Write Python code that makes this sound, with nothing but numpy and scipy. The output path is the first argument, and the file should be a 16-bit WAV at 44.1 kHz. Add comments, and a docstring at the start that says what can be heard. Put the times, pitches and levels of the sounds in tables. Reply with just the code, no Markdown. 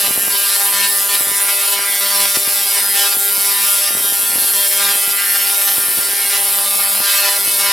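"""Repetitive spark discharge in a hall

A big spark-gap coil fires without pause, two hundred bangs a second; every bang hisses at the gap.
Each reheats a slowly writhing arc, so successive pressure waves are alike: branching streamers buzz.
While the arc stands on the floor, every bang is also a sharp crack, followed by a drone and uneven thuds.
Now and then a heavy discharge gives a dull pop; the hall answers, over a faint rumble.
Short bursts of low noise, opposite in left and right, start at the same times as the pops.
"""
import sys
import numpy as np
from scipy import signal
from scipy.fft import rfft, irfft, next_fast_len
from scipy.io import wavfile
from scipy.ndimage import uniform_filter1d, map_coordinates

SR = 44100
rng = np.random.default_rng(int(sys.argv[2]) if len(sys.argv) > 2 else 0)


def master(y):
    """Save y as 16-bit WAV."""
    cut = np.clip(np.atleast_2d(y).T, -1, 1)
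    pcm = np.round(cut * 32767)  # scale
    wavfile.write(sys.argv[1], SR, pcm.astype(np.int16))


N = 340452

# Arc standing on the floor: start t/s, end t/s, delay of crack after bang t/s, relative crack level/dB,
# relative thud level/dB, trunk change/dB, main channel change/dB, greatest change soon after touchdown/dB
FLOOR_STRIKES = [(0.075, 0.296, 0.0017, -11, -40.5, -6.5, 1.5, -2.5),
                 (0.563, 0.719, 0.0007, -5.5, -70, 3, -0.5, 1),
                 (0.866, 1.082, 0.0006, -4.5, -66, 0.5, -1.5, -0.5),
                 (1.153, 1.481, 0.0053, -7.5, -54, 2, 3, -3),
                 (1.737, 2.003, 0.00062, -9, -45.5, -2, 4, -1.1),
                 (2.256, 2.342, 0.00081, -7, -64, -1, -3, 0.5),
                 (2.364, 2.668, 0.0042, -4.5, -55, -2, -3, 2), (2.786, 2.949, 0.005, -1, -57, -2.5, 2, 0),
                 (3.136, 3.441, 0.005, -1.5, -52, 0, 0.5, -3),
                 (3.891, 4.535, .002, -3.5, -44, -5, -1.5, -1.7),
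                 (4.923, 5.09, 0.0042, -0.5, -49, 0.5, 1, -1), (5.121, 5.348, 0.0043, -1, -46, -2, 5, -1.6),
                 (5.371, 5.752, 0.0039, -1.5, -50, -1.5, -1.5, 1.4),
                 (5.758, 6.302, 0.0037, -0.5, -44.5, -5, 0.5, -1),
                 (6.37, 7.013, 0.0041, 0.5, -66, 1.5, -1, -1),
                 (7.38, 7.586, 0.0044, -1.5, -44, -5, -4, 2.1)]
# Heavy discharges to the floor: t/s, relative pop level/dB,
# relative level of the low antiphase noise that starts at the same time/dB
HEAVY_POPS = [(0.081, -16, -35), (0.108, -16, -44), (0.162, -25, -43), (0.177, -15, -27), (0.237, -23, -28),
              (0.279, -17, -46), (1.209, -16, -33), (1.271, -17, -37), (1.292, -21, -44), (1.316, -19, -48),
              (2.371, -11.5, -50), (2.476, -17, -33), (3.169, -18.5, -52), (3.379, -21, -31),
              (3.907, -18, -26), (3.951, -16, -35), (3.972, -18, -40), (4.007, -23, -50), (4.099, -23, -50),
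              (4.123, -20, -31), (4.193, -28, -29), (4.232, -22, -28), (4.301, -23, -43), (4.337, -24, -28),
              (4.357, -17, -39), (4.382, -19, -41), (4.423, -25, -32), (4.443, -22, -38),
              (4.957, -18.5, -59), (5.077, -21, -59), (5.781, -16, -29), (5.838, -24, -37),
              (5.884, -21, -35), (5.975, -21, -31), (5.986, -17, -30), (6.133, -22, -39), (6.252, -22, -59),
              (7.003, -17, -52), (7.477, -15, -52)]
# The streamers flare into a wide tree: start t/s, end t/s, swell of the buzz/dB, swell of trunk and hum/dB
# (each part of the arc follows its swell by its own factor)
TREE_FLARES = [(0.0, 0.094, 1, 5), (0.316, 0.354, 4, 9), (0.446, 0.542, 2.5, -1), (0.725, 0.856, 3.5, 3),
               (1.08, 1.166, 2, 5), (1.465, 1.54, 1.5, 2.5), (1.725, 1.765, 3.5, 6),
               (1.992, 2.07, 1.5, 4.5), (2.095, 2.266, 2, 6.5), (2.334, 2.36, 5.5, 7),
               (2.55, 2.596, 2.5, 0), (2.74, 2.798, 2, 5), (2.937, 3.067, 3.5, 6), (3.458, 3.623, 0, 2.5),
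               (3.84, 3.89, 1, -1), (4.027, 4.07, 2.5, 5), (4.538, 4.592, 0, 4.5), (4.778, 4.916, 4, 4),
               (5.17, 5.21, 2.5, -4), (5.67, 5.687, 10.5, 4), (6.303, 6.366, 3.5, 5),
               (6.787, 6.845, 3, 0.5), (7.025, 7.2, 4, -1), (7.21, 7.292, 6, 5), (7.574, 7.727, 4.5, 6.5)]
# Brief changes of the buzz, mostly dips: t/s, change of the main channel level/dB
BUZZ_DIPS = [(1.55, -7), (1.715, -4), (2.43, -5), (2.645, 0), (3.1, -3), (3.175, -7), (4.69, -8), (5.63, 1),
             (6.77, -3)]
# Base level of the hiss: t/s, level/dB
HISS_LEVEL = [(0.0, -14.5), (0.13, -17), (0.47, -15), (0.86, -16.5), (1.72, -15.5), (1.78, -18.5),
              (2.04, -16.5), (3.6, -15.5), (3.71, -14), (3.92, -16.5), (4.72, -15), (5.13, -17),
              (5.77, -14.5), (5.9, -16.5), (7.23, -15.5), (7.31, -16.5), (7.57, -15.5), (7.7, -17)]

# Spectral shapes of the sources: f/Hz, relative level/dB
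BUZZ_SPECTRUM = [(100, -32), (200, -18), (400, -6.5), (600, -7.5), (800, -5.5), (1000, -2.5), (1500, 0),
                 (2000, -1), (3000, -5), (3700, -4), (5400, -3.5), (6300, -16), (8000, -8), (12000, -26)]
HISS_SPECTRUM = [(3530, -32), (6000, -10), (6480, -16.5), (6940, -9.5), (8300, -6), (9000, -4), (10600, 1),
                 (11600, 0.5), (14500, -6), (15800, -17)]
CRACK_SPECTRUM = [(150, -34), (400, -7.5), (1500, -1.5), (4800, -11), (6400, -26.5), (8500, -3), (11000, 3),
                  (13000, 0), (16000, -11.5)]
DRONE_SPECTRUM = [(100, -51), (200, -15.5), (400, -6.5), (800, -18), (1150, -16.5), (1400, -2.5),
                  (1700, -14), (2050, -6.5), (2800, -9), (5200, -8), (6400, -18.5), (10000, -27)]
THUD_SPECTRUM = [(20, -40), (60, -18), (150, -1), (350, 2.5), (700, 7.5), (1500, -0.5), (4000, -58)]
ANTIPHASE_SPECTRUM = [(40, -40), (120, -38), (220, -6), (350, -2), (600, 2), (1000, 0), (2000, -9),
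                      (5000, -60)]  # low noise of opposite sign in left and right
RUMBLE_SPECTRUM = [(20, -24), (50, -39), (120, -5), (300, 2), (1000, 7), (8000, -40)]

# Relative time for which the channel keeps its shape, at the scale radiating each pitch: f/Hz, t/s
# (each source multiplies it by its own factor)
SHAPE_MEMORY = [(200, 0.35), (1200, 0.097), (4000, 0.035), (11000, 0.035)]
# Power share of each bang that is new: f/Hz, share/(0 to 1)
FRESH_SHARE = [(200, 0.07), (1200, 0.02), (4000, 0.12), (7000, 0.27), (11000, 0.08)]
# Reverberation time, for a decay of 60 dB: f/Hz, t/s
HALL_T60 = [(150, 0.18), (1500, 1.0), (5000, 0.16), (12000, 0.31)]
# The hall's answer between the two microphones: f/Hz, relative side level/dB
HALL_WIDTH = [(60, -45), (200, -61), (400, -26), (700, -10), (2000, -9.5), (5000, -10), (8000, -10),
              (10000, -21.5), (12000, -16.5), (15000, -106)]

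# Parts of the arc, low to high: level in free air/dB, dB per dB of flare, scale of random writhing/dB
HUM_PART = (-43, 1, 1.17)
TRUNK_PART = (-35, 1.0, 0.98)
CHANNEL_PART = (-29.5, 1.2, 0.86)
BRANCH_PART = (-23, 0.81, 0.7)

BANG_HZ = 199.77
PART_EDGES_HZ = (110, 500, 1100, 2500, 6500)  # hum, trunk, channel and branches lie between; hiss above
WRITHE_PER_S = 14  # knots of the random level curves
FLARE_RISE_S, FLARE_FALL_S = 0.021, 0.015
STARVE_S, REGROW_S = 0.017, 0.033  # time constants of a strike's level changes, on and off
STARVED_DB = -2.0  # thin branches while the arc stands on the floor
SAG_S = 0.072  # from touchdown to the greatest sag
HISS_OFFSET_DB, HISS_FLUTTER_DB = -0.17, 0.66
DIP_S, DIP_SHARE = 0.017, 0.4  # half-width of a dip to 1/e; share joined by trunk and branches
ANTIPHASE_S = 0.026  # decay time constant of the antiphase noise, from each listed time on
LOW_CUT_HZ, TOP_HZ = 48, 16000  # the microphone's bass roll-off; the band limit


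def amp(db):
    """Level definition: decibels to an amplitude ratio."""
    return 10 ** (np.asarray(db) / 20)


def unit(x):
    """Normalization to unit rms."""
    return x / np.sqrt(np.mean(x ** 2) + 1e-20)


def steady(x, size=3087):
    """Automatic level control: divide by the moving rms over size samples."""
    return x / np.sqrt(np.abs(uniform_filter1d(x ** 2, size)) + 1e-12)


def along(points, hz):
    """Linear interpolation of (f/Hz, value) points on a logarithmic frequency axis."""
    f, v = np.transpose(points)
    return np.interp(np.log(hz + 1), np.log(f + 1), v)


def filtered(x, response):
    """Linear filtering: the spectrum of x multiplied by a response of frequency."""
    size = next_fast_len(N + SR // 2)
    hz = np.fft.rfftfreq(size, 1 / SR)
    return irfft(rfft(x, size) * response(hz), size)[..., :N]


def coloured(x, spectrum):
    """Spectral shaping of x by (f/Hz, level/dB) points."""
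    return filtered(x, lambda hz: amp(along(spectrum, hz)))


def wobble(rate):
    """Band-limited fluctuation: a smooth curve through random knots, rate of them a second."""
    knots = rng.standard_normal(int(N * rate / SR) + 4)
    return map_coordinates(knots, [np.arange(N) * rate / SR])


def swell(start, end, rise, fall):
    """Exponential relaxation: approaches 1 from start on, and dies away after end."""
    t = np.arange(N) / SR
    growth = 1 - np.exp(-np.maximum(t - start, 0) / rise)
    return growth * np.exp(-np.maximum(t - end, 0) / fall)


def bang_times():
    """Periodic excitation: the gap fires evenly, in step with the mains."""
    return np.arange(int(N / SR * BANG_HZ) + 1) / BANG_HZ


def scatter(spread_db):
    """Log-normal scatter: a random size for each bang."""
    return amp(spread_db * rng.standard_normal(len(bang_times())))


def channel_waves(lasting, size=512):
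    """Correlated radiation: the channel's kinks drift slowly from bang to bang, and a share is new each time."""
    hz = np.fft.rfftfreq(size, 1 / SR)
    shape, new = rfft(rng.standard_normal((2, len(bang_times()), size)))
    keep = np.exp(-1 / (BANG_HZ * lasting * along(SHAPE_MEMORY, hz)))
    for i in range(1, len(shape)):
        shape[i] = keep * shape[i - 1] + np.sqrt(1 - keep ** 2) * shape[i]
    share = np.clip(along(FRESH_SHARE, hz), 0, 1)
    waves = irfft(np.sqrt(1 - share) * shape + np.sqrt(share) * new)
    return waves, np.arange(size) / SR


def train(waves, times, sizes, jitter, margin=16):
    """Superposition of one wave at each time, with random timing scatter of jitter seconds."""
    at = np.maximum(times + jitter * rng.standard_normal(len(times)), 0) * SR
    waves = np.pad(waves, ((0, 0), (margin, margin)))
    size = waves.shape[1]
    # a phase slope delays each wave by a fraction of a sample
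    late = np.exp(-2j * np.pi * np.fft.rfftfreq(size) * (at % 1)[:, None])
    waves = irfft(rfft(waves) * late, size) * sizes[:, None]
    places = at.astype(int)[:, None] + np.arange(size)
    return np.bincount(places.ravel(), waves.ravel(), N + margin)[margin:N + margin]


def streamers(grounded):
    """Extended source: metres of branches sound at once, so each bang is smeared; a strike starves them."""
    waves, t = channel_waves(lasting=1.19)
    smear = t * np.exp(-t / 0.0027) * (1 - t / t[-1])
    uneven = 1 + 0.011 * (-1) ** np.arange(len(waves))  # every other bang finds more charge
    sizes = uneven * scatter(0.68) * amp(-6 * grounded)
    return unit(coloured(train(waves * smear, bang_times(), sizes, jitter=6e-6), BUZZ_SPECTRUM))


def sizzle(grounded):
    """Impulsive and sustained noise: the gap spits at each bang, the streamer tips hiss all through the cycle."""
    waves, t = channel_waves(lasting=2.2)
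    burst = t * np.exp(-t / 0.00029)
    spit = train(waves * burst, bang_times() + 0.000184, scatter(0.75), jitter=1.2e-5)
    waves, t = channel_waves(lasting=0.86)
    sparks = np.sin(np.pi * t / t[-1]) ** 2 * amp(1.9 * rng.standard_normal(waves.shape))
    tips = train(waves * sparks, bang_times(), scatter(1.0) * amp(-2.5 * grounded), jitter=1e-5)
    return unit(coloured(unit(tips) + amp(-1.5) * unit(spit), HISS_SPECTRUM))


def arc_levels():
    """Level modulation of hum, trunk, channel, branches: flares swell all; strikes and dips shift the last three."""
    t = np.arange(N) / SR
    swells = np.array([swell(start, end, FLARE_RISE_S, FLARE_FALL_S) for start, end, *_ in TREE_FLARES])
    high, low = np.array(TREE_FLARES)[:, 2:].T @ swells
    parts = [(HUM_PART, low), (TRUNK_PART, low), (CHANNEL_PART, high), (BRANCH_PART, high)]
    levels = np.array([db + follows * flare + writhe_db * wobble(WRITHE_PER_S)
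                       for (db, follows, writhe_db), flare in parts])
    for start, end, *_, trunk_db, channel_db, sag_db in FLOOR_STRIKES:
        age = np.maximum(t - start, 0) / SAG_S
        sag = sag_db * age * np.exp(1 - age)
        change = np.array([[trunk_db], [channel_db], [STARVED_DB]]) + sag
        levels[1:] += swell(start, end, STARVE_S, REGROW_S) * change
    dips = sum(db * np.exp(-np.minimum(np.abs(t - s) / DIP_S, 10) ** 2) for s, db in BUZZ_DIPS)
    return levels + np.outer([0, DIP_SHARE, 1, DIP_SHARE], dips)


def hall(x, size=16384):
    """Diffuse reverberation as (mid, side): the arc keeps moving, so each stretch meets new reflections."""
    lead = np.concatenate([x[:size], x, np.zeros(2 * size)])  # the coil is already running
    wet = np.zeros((2, len(lead) + 4 * size))
    for start in range(0, N + size, size):
        hz, t, z = signal.stft(rng.standard_normal((2, 2 * size)), SR, nperseg=256)
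        t60 = along(HALL_T60, hz)[:, None]
        tail = signal.istft(z * amp(-60 * t / t60) / np.sqrt(t60), SR, nperseg=256)[1]
        stretch = lead[start:start + 2 * size] * signal.windows.cosine(2 * size)
        answer = signal.fftconvolve(stretch[None], tail / np.linalg.norm(tail[0]), axes=1)
        wet[:, start:start + answer.shape[1]] += answer
    mid, side = wet[:, size:size + N]
    return mid, coloured(side, HALL_WIDTH)


def rumble():
    """Stationary random noise: a faint background shaped by its spectrum."""
    return amp(-60) * unit(coloured(rng.standard_normal(N), RUMBLE_SPECTRUM))


def strikes():
    """Propagation delay: each bang's crack arrival, with crack and thud sizes (zero with the arc in the air)."""
    times = bang_times()
    delay, crack, thud = np.zeros((3, len(times)))
    for start, end, lag, crack_db, thud_db, *_ in FLOOR_STRIKES:
        on = (times >= start) & (times < end)
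        delay[on], crack[on], thud[on] = lag, amp(crack_db), amp(thud_db)
    return times + delay, crack, thud


def floor_arc(arrive, crack, thud):
    """Line source: the nearest part of a straight hot channel cracks, the rest drones after it, with thuds."""
    waves, t = channel_waves(lasting=0.87)
    snaps = waves * (np.exp(-t / .0001) + 0.39 * np.exp(-t / 0.00016))
    snaps[:, 0] += 1.5  # the shock front is always a push
    snaps /= np.linalg.norm(snaps, axis=1, keepdims=True)
    cracks = coloured(train(snaps, arrive, crack * scatter(0.31), jitter=1.2e-5), CRACK_SPECTRUM)
    waves, t = channel_waves(lasting=3.1)
    rest = waves * t * np.exp(-t / 0.00096)
    drone = coloured(train(rest, arrive, crack * scatter(2.1), jitter=1.2e-5), DRONE_SPECTRUM)
    puffs = rng.standard_normal(waves.shape) * np.exp(-t / 0.00099)
    thuds = coloured(train(puffs, arrive, thud * scatter(3.3), jitter=1e-5), THUD_SPECTRUM)
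    return unit(cracks), unit(drone), unit(thuds) * np.sqrt(np.mean(thud ** 2))


def pops():
    """Blast wave: a heavy discharge pushes the air out once, and a longer suction follows."""
    out, t = np.zeros(N + SR), np.arange(SR // 50) / SR
    for (s, db, _), chance in zip(HEAVY_POPS, rng.standard_normal(len(HEAVY_POPS))):
        u = t / (0.0005 * np.exp(0.12 * chance))  # time over the length of the push
        out[round(s * SR):][:len(t)] += amp(db + 8.0) * (1 - u) * np.exp(-u)

    def dull(hz):
        low_pass = 1 / (1 + 1j * hz / 1600) ** 2
        high_pass = (1j * hz / (40 + 1j * hz)) ** 2
        return low_pass * high_pass

    return filtered(out[:N], dull)


def antiphase_noise():
    """Decaying low noise, heard with opposite sign in left and right, started at the listed times."""
    times = bang_times()
    sizes = sum(amp(db) * (times >= s) * np.exp(-np.abs(times - s) / ANTIPHASE_S) for s, _, db in HEAVY_POPS)
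    t = np.arange(SR // 90) / SR
    puffs = rng.standard_normal((len(times), len(t))) * np.exp(-t / 0.0034)
    noise = coloured(train(puffs, times, sizes * scatter(3.7), jitter=1e-5), ANTIPHASE_SPECTRUM)
    return unit(noise) * np.sqrt(np.mean(sizes ** 2))


def discharge():
    """Scaling of radiated pitch: thick parts sound low, thin ones high, each swelling as the arc writhes."""
    arrive, crack, thud = strikes()
    grounded = crack > 0
    cracks, drone, thuds = floor_arc(arrive, crack, thud)
    sound = amp(-5.5) * streamers(grounded) + amp(-11.5) * drone + sizzle(grounded) + amp(-6) * cracks
    below = [filtered(sound, lambda hz: 1 / (1 + (hz / edge) ** 16)) for edge in PART_EDGES_HZ]
    *parts, tips = np.diff([*below, sound], axis=0)  # differences of low-passes are bands
    buzz = sum(amp(db) * steady(part) for db, part in zip(arc_levels(), parts))
    hiss_db = np.interp(np.arange(N) / SR, *np.transpose(HISS_LEVEL))
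    tips_db = hiss_db + HISS_OFFSET_DB + HISS_FLUTTER_DB * wobble(WRITHE_PER_S)
    return buzz + amp(tips_db) * steady(tips) + amp(3) * thuds


def scene():
    """Mid-side superposition: arc, pops, rumble and hall in the middle; hall and antiphase noise at the sides."""
    arc = discharge() + pops()
    wet, side = hall(arc)
    mid = arc + amp(-9.5) * wet + rumble()
    side = amp(-1.05) * side + antiphase_noise()
    return np.array([mid + side, mid - side])


def record(dry):
    """Saturation and band limiting: the tallest peaks are rounded off, deep bass and extreme treble cut."""
    rounded = dry / (1 + np.abs(dry / .88) ** 8) ** (1 / 8)

    def band(hz):
        low_cut = -hz ** 2 / (LOW_CUT_HZ ** 2 - hz ** 2 + np.sqrt(2) * 1j * hz * LOW_CUT_HZ)
        return low_cut * (hz < TOP_HZ)

    return filtered(rounded, band)


dry = scene()
out = record(dry)
master(out)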